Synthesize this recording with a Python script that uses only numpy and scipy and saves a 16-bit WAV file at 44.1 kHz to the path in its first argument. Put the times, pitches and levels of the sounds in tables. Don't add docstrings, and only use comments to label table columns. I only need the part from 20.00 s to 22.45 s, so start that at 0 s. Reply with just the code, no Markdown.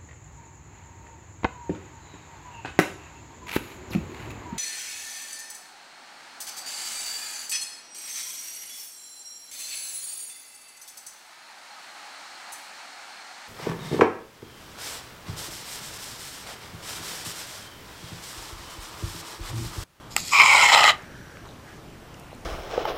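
import sys
import numpy as np
from scipy import signal
from scipy.io import wavfile
from scipy.ndimage import uniform_filter1d

SR = 44100
rng = np.random.default_rng(int(sys.argv[2]) if len(sys.argv) > 2 else 0)


def how_loud(loudness_db):
    steps = np.asarray(loudness_db, float) / 20
    return 10 ** steps


def materialize(psi):
    bounded = np.clip(np.atleast_2d(psi).T, -1, 1)
    quanta = np.round(bounded * 32767).astype(np.int16)
    wavfile.write(sys.argv[1], SR, quanta)


N = 108045
T = np.arange(N) / SR

# (bare frequency [Hz], buried frequency [Hz], width [Hz], bare level [dB], buried level [dB])
SPOUT_MODES = [(500, 704, 99, -23, -21), (1107, 820, 211, 2, -1), (1530, 1240, 79, -13.5, 3.5),
               (1600, 1630, 140, -26, -15), (2336, 1996, 278, 2, -1), (2400, 2550, 690, -14, -7.5),
               (2915, 2985, 250, -14.5, -8.5), (3900, 3860, 265, -15, -10.5)]
PILE_SPAN = 0.37, 0.8
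FLOW_TIMES = [
    .337,
    .4,
    .47,
    .6,
    .75,
    .903,
    .927,
    .945,
    .965,
]
FLOW_LEVELS = [-17, -12.5, -15, -13.5, -14, -14, -32, -34, -62]
SPIT_TIMES = [.4, .419, .46, .514, .558, .582, .602, .74, .777, .84, .896]
# (boost [dB], length [s], brightness [dB])
SPIT_SHAPES = [(5, .014, 1), (4, .005, 0), (3, .006, -2), (1, .008, 1), (1, .008, 2), (0, .006, 3),
               (6, .008, -3), (3, .014, 7), (3, .004, 3), (0, .012, 4), (0, .022, 9)]
# (time [s], level [dB])
GAS_FLOW = [(.085, -75), (.115, -42), (.155, -52), (.178, -37), (.3, -35), (.345, -30.5), (.57, -25.5),
            (.7, -28.5), (.905, -30.5), (.935, -65.5), (.97, -67)]
# (frequency [Hz], width [Hz], leaking level [dB], spraying level [dB])
VALVE_MODES = [(2280, 1500, 1, -14), (3290, 260, 2, -18), (4330, 1600, 4, -10), (5217, 690, 7, 11.5),
               (6500, 500, -17, -11), (7100, 1190, 5, 7), (8070, 1020, -1, 1.5), (9870, 1300, -26, -9),
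               (11000, 1500, -5, -25), (12600, 2900, -8.5, -50), (14600, 3600, -24, -12)]
WETTING_SPAN = 0.31, 0.33
# (frequency [Hz], width [Hz], level [dB])
CAP_MODES = [(792, 320, 5), (1250, 350, 1), (2180, 1040, 6), (2430, 770, -13.5), (4200, 1800, -3),
             (4960, 540, 0.5), (7000, 1300, -1.5), (7700, 490, -1), (11300, 3200, -31), (16000, 3000, -7)]
# (frequency [Hz], width [Hz], bare share [0-1], buried share [0-1])
HAND_NOTCHES = [(1700, 250, 0.97, 0.13), (3295, 50, 0.55, .6), (5510, 280, 0.42, .6)]
# (frequency [Hz], reverberation time [s])
ROOM_DECAY = [(500, 0.4), (2000, 0.2), (8000, 0.17)]
TICK_TIMES = [.982, 1.024, 1.37, 1.371, 1.457, 1.475, 1.49, 1.51, 1.527, 2.143, 2.145, 2.198, 2.1982, 2.318,
              2.33, 2.35, 2.41]
# (level [dB], frequency [Hz], width [Hz])
TICK_COLOURS = [(-40, 7200, 4000), (-41, 6500, 2000), (-39, 1300, 500), (-34.5, 2100, 900),
                (-46, 3900, 900), (-45, 6800, 900), (-39, 3800, 750), (-40, 3900, 900), (-48, 3500, 900),
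                (-35.5, 6000, 3000), (-42, 2810, 340), (-35, 9200, 4000), (-39, 13800, 4000),
                (-37, 900, 800), (-32, 500, 400), (-40, 7500, 2500), (-45, 7000, 1700)]
# (middle [s], length [s], level [dB], frequency [Hz], width [Hz])
RUSTLE_GRAINS = [(1.185, 0.38, -51, 1575, 500), (1.25, 0.58, -65, 5730, 700),
                 (1.462, 0.017, -47, 1120, 800), (1.483, 0.037, -62.5, 3900, 900),
                 (1.708, 0.084, -50.5, 1620, 700), (1.718, 0.1, -60, 5140, 5000),
                 (1.833, 0.33, -55.5, 326, 300), (2.245, .15, -62, 2730, 600),
                 (2.334, 0.03, -58, 3900, 800), (0.097, 0.3, -52.5, 927, 860),
                 (0.038, 0.11, -61, 3280, 397), (0.973, 0.13, -47, 1620, 1500), (1.9, 1, -68.5, 2980, 500),
                 (2.21, 0.27, -55.5, 905, 890)]
# (frequency [Hz], level [dB])
HUM_COLOUR = [(15, -40), (40, -4.5), (110, 0), (300, -6), (1600, -17), (8000, -30), (12000, -36),
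              (14800, -34)]


def foam(froth_db, bright_db):
    jet = rng.standard_normal(N) * how_loud(froth_db)
    out = np.zeros(N)
    for bare_hz, buried_hz, width, bare_db, buried_db in SPOUT_MODES:
        pile = ramp(PILE_SPAN) ** (.75 if bare_hz < 1700 else 1.1)
        hz = bare_hz + (buried_hz - bare_hz) * pile
        hz = hz * (1 + 0.0091 * chance(0.018))
        brightening = bright_db * np.clip((bare_hz - 1500) / 1600, 0, 1.3)
        db = bare_db + (buried_db - bare_db) * pile + 2 * chance(0.011) + brightening
        out += steep(jet * how_loud(db), hz, 1.51 * width)
    opening_db_per_s = 1050
    flow_db = np.interp(T, FLOW_TIMES, FLOW_LEVELS)
    flow_db = flow_db + opening_db_per_s * np.minimum(T - FLOW_TIMES[0], 0)
    return how_loud(flow_db) * (T > .28) * (T < .97) * evened(out)


def sputter():
    flutter_db = 2.5 * chance(0.0016)
    surge_db = .8 * chance(.012)
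    boost_db, bright_db = np.zeros(N), np.zeros(N)
    for s, (boost, length, brightness) in zip(SPIT_TIMES, SPIT_SHAPES):
        spit = bump(s, length)
        boost_db += boost * spit
        bright_db += brightness * spit
    return flutter_db + surge_db + boost_db, bright_db


def gas(froth_db, bright_db):
    gate = how_loud(0.85 * froth_db + 0.12 * bright_db)
    wet = ramp(WETTING_SPAN)
    hiss = np.zeros(N)
    for hz, width, leaking_db, spraying_db in VALVE_MODES:
        db = leaking_db + (spraying_db - leaking_db) * wet + 2.14 * chance(0.03)
        wandering_hz = hz * (1 + 0.014 * chance(0.067))
        hiss += how_loud(db) * steep(gate * rng.standard_normal(N), wandering_hz, width)
    return how_loud(curve(GAS_FLOW) + 1.5) * (T > .08) * (T < .97) * hiss


def snap():
    start_s, length_s, level_db, after_db = .1641, 0.0026, -11, -13.5
    u = (T - start_s) / length_s
    envelope = np.clip(6 * u, 0, 1) * np.exp(-np.clip(u, 0, 3) ** 4) * (u < 3)
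    crackle = rng.standard_normal(N) * envelope
    body = sum(how_loud(db) * steep(crackle, hz, 1.5 * width) for hz, width, db in CAP_MODES)
    body = body / np.sqrt(np.sum(body ** 2) / (length_s * SR))
    after = steep(rng.standard_normal(N), 1380, 350) * bump(start_s + .0158, .007)
    return how_loud(level_db) * (body + how_loud(after_db) * after / abs(after).max())


def hand(x):
    for hz, width, bare, buried in HAND_NOTCHES:
        share = np.clip(bare + (buried - bare) * ramp(PILE_SPAN) ** 2, 0, 1)
        x = x - share * resonate(x, hz, width)
    return x


def room(x):
    taps = np.zeros(SR // 2)
    at = np.arange(120, len(taps) - 20, 20)
    taps[at + rng.integers(0, 20, len(at))] = rng.choice([-1., 1.], len(at))
    hz, t, z = signal.stft(taps, SR, nperseg=256)
    decay = how_loud(-60 * t / read(ROOM_DECAY, hz)[:, None])
    tail = signal.istft(z * decay, SR, nperseg=256)[1]
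    return signal.fftconvolve(x, tail / np.linalg.norm(tail))[:N]


def ticks():
    out = np.zeros(N)
    for s, (db, hz, width) in zip(TICK_TIMES, TICK_COLOURS):
        tick = steep(bump(s, .00004), hz, width)
        out += how_loud(db) * tick / abs(tick).max()
    return out


def rustles():
    out = np.zeros(N)
    for s, length, db, hz, width in RUSTLE_GRAINS:
        grain = evened(steep(rng.standard_normal(N), hz, width))
        out += how_loud(db + 1.4 * chance(0.0041)) * bump(s, length) * grain
    return out


def hum():
    frames, hz = N // 256 + 5, np.fft.rfftfreq(1024, 1 / SR)
    a, b, patches = rng.standard_normal((frames, 513, 3)).T
    patches = evened(uniform_filter1d(uniform_filter1d(patches, 14, 0), 12, 1))
    z = (a + 1j * b) * how_loud(read(HUM_COLOUR, hz)[:, None] + 1.2 * patches)
    noise = signal.istft(z, nperseg=1024, noverlap=768)[1][:N]
    return how_loud(-45) * evened(noise)


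def resonate(x, hz, width):
    turn = np.exp(2j * np.pi * np.cumsum(hz * np.ones(len(x))) / SR)
    r = np.exp(-np.pi * width / SR)
    smooth = signal.lfilter([1 - r], [1, -r], x / turn + 1e-18)
    return 2 * (turn * smooth).real


def steep(x, hz, width):
    return resonate(resonate(x, hz, width), hz, width)


def chance(seconds):
    size = max(round(seconds * SR), 2)
    return evened(uniform_filter1d(uniform_filter1d(rng.standard_normal(N), size), size))


def bump(s, length):
    return np.exp(-.5 * (2 * (T - s) / length) ** 2)


def ramp(span):
    return np.clip((T - span[0]) / (span[1] - span[0]), 0, 1)


def curve(points):
    return np.interp(T, *np.transpose(points))


def read(points, hz):
    f, value = np.transpose(points)
    return np.interp(np.log(hz + 1), np.log(f + 1), value)


def evened(x):
    return x / np.sqrt(np.mean(x ** 2) + 1e-20)


def scene():
    froth_db, bright_db = sputter()
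    can = foam(froth_db, bright_db) + gas(froth_db, bright_db) + snap()
    bass_cut = signal.butter(2, 194, "high", fs=SR, output="sos")
    can = signal.sosfilt(bass_cut, can)
    return (hand(can) + how_loud(-16) * room(can) + ticks() + rustles() + hum())[None]


def top_cut(x):
    return signal.sosfilt(signal.butter(12, 16470, fs=SR, output="sos"), x)


def record(dry):
    limited = 1.5 * np.tanh(dry / 1.5)
    band_edge = signal.firwin(1501, 15290, window=("kaiser", 9), fs=SR)
    mix = signal.oaconvolve(limited, band_edge[None], "same")
    return top_cut(mix)


dry = scene()
out = record(dry)
materialize(out)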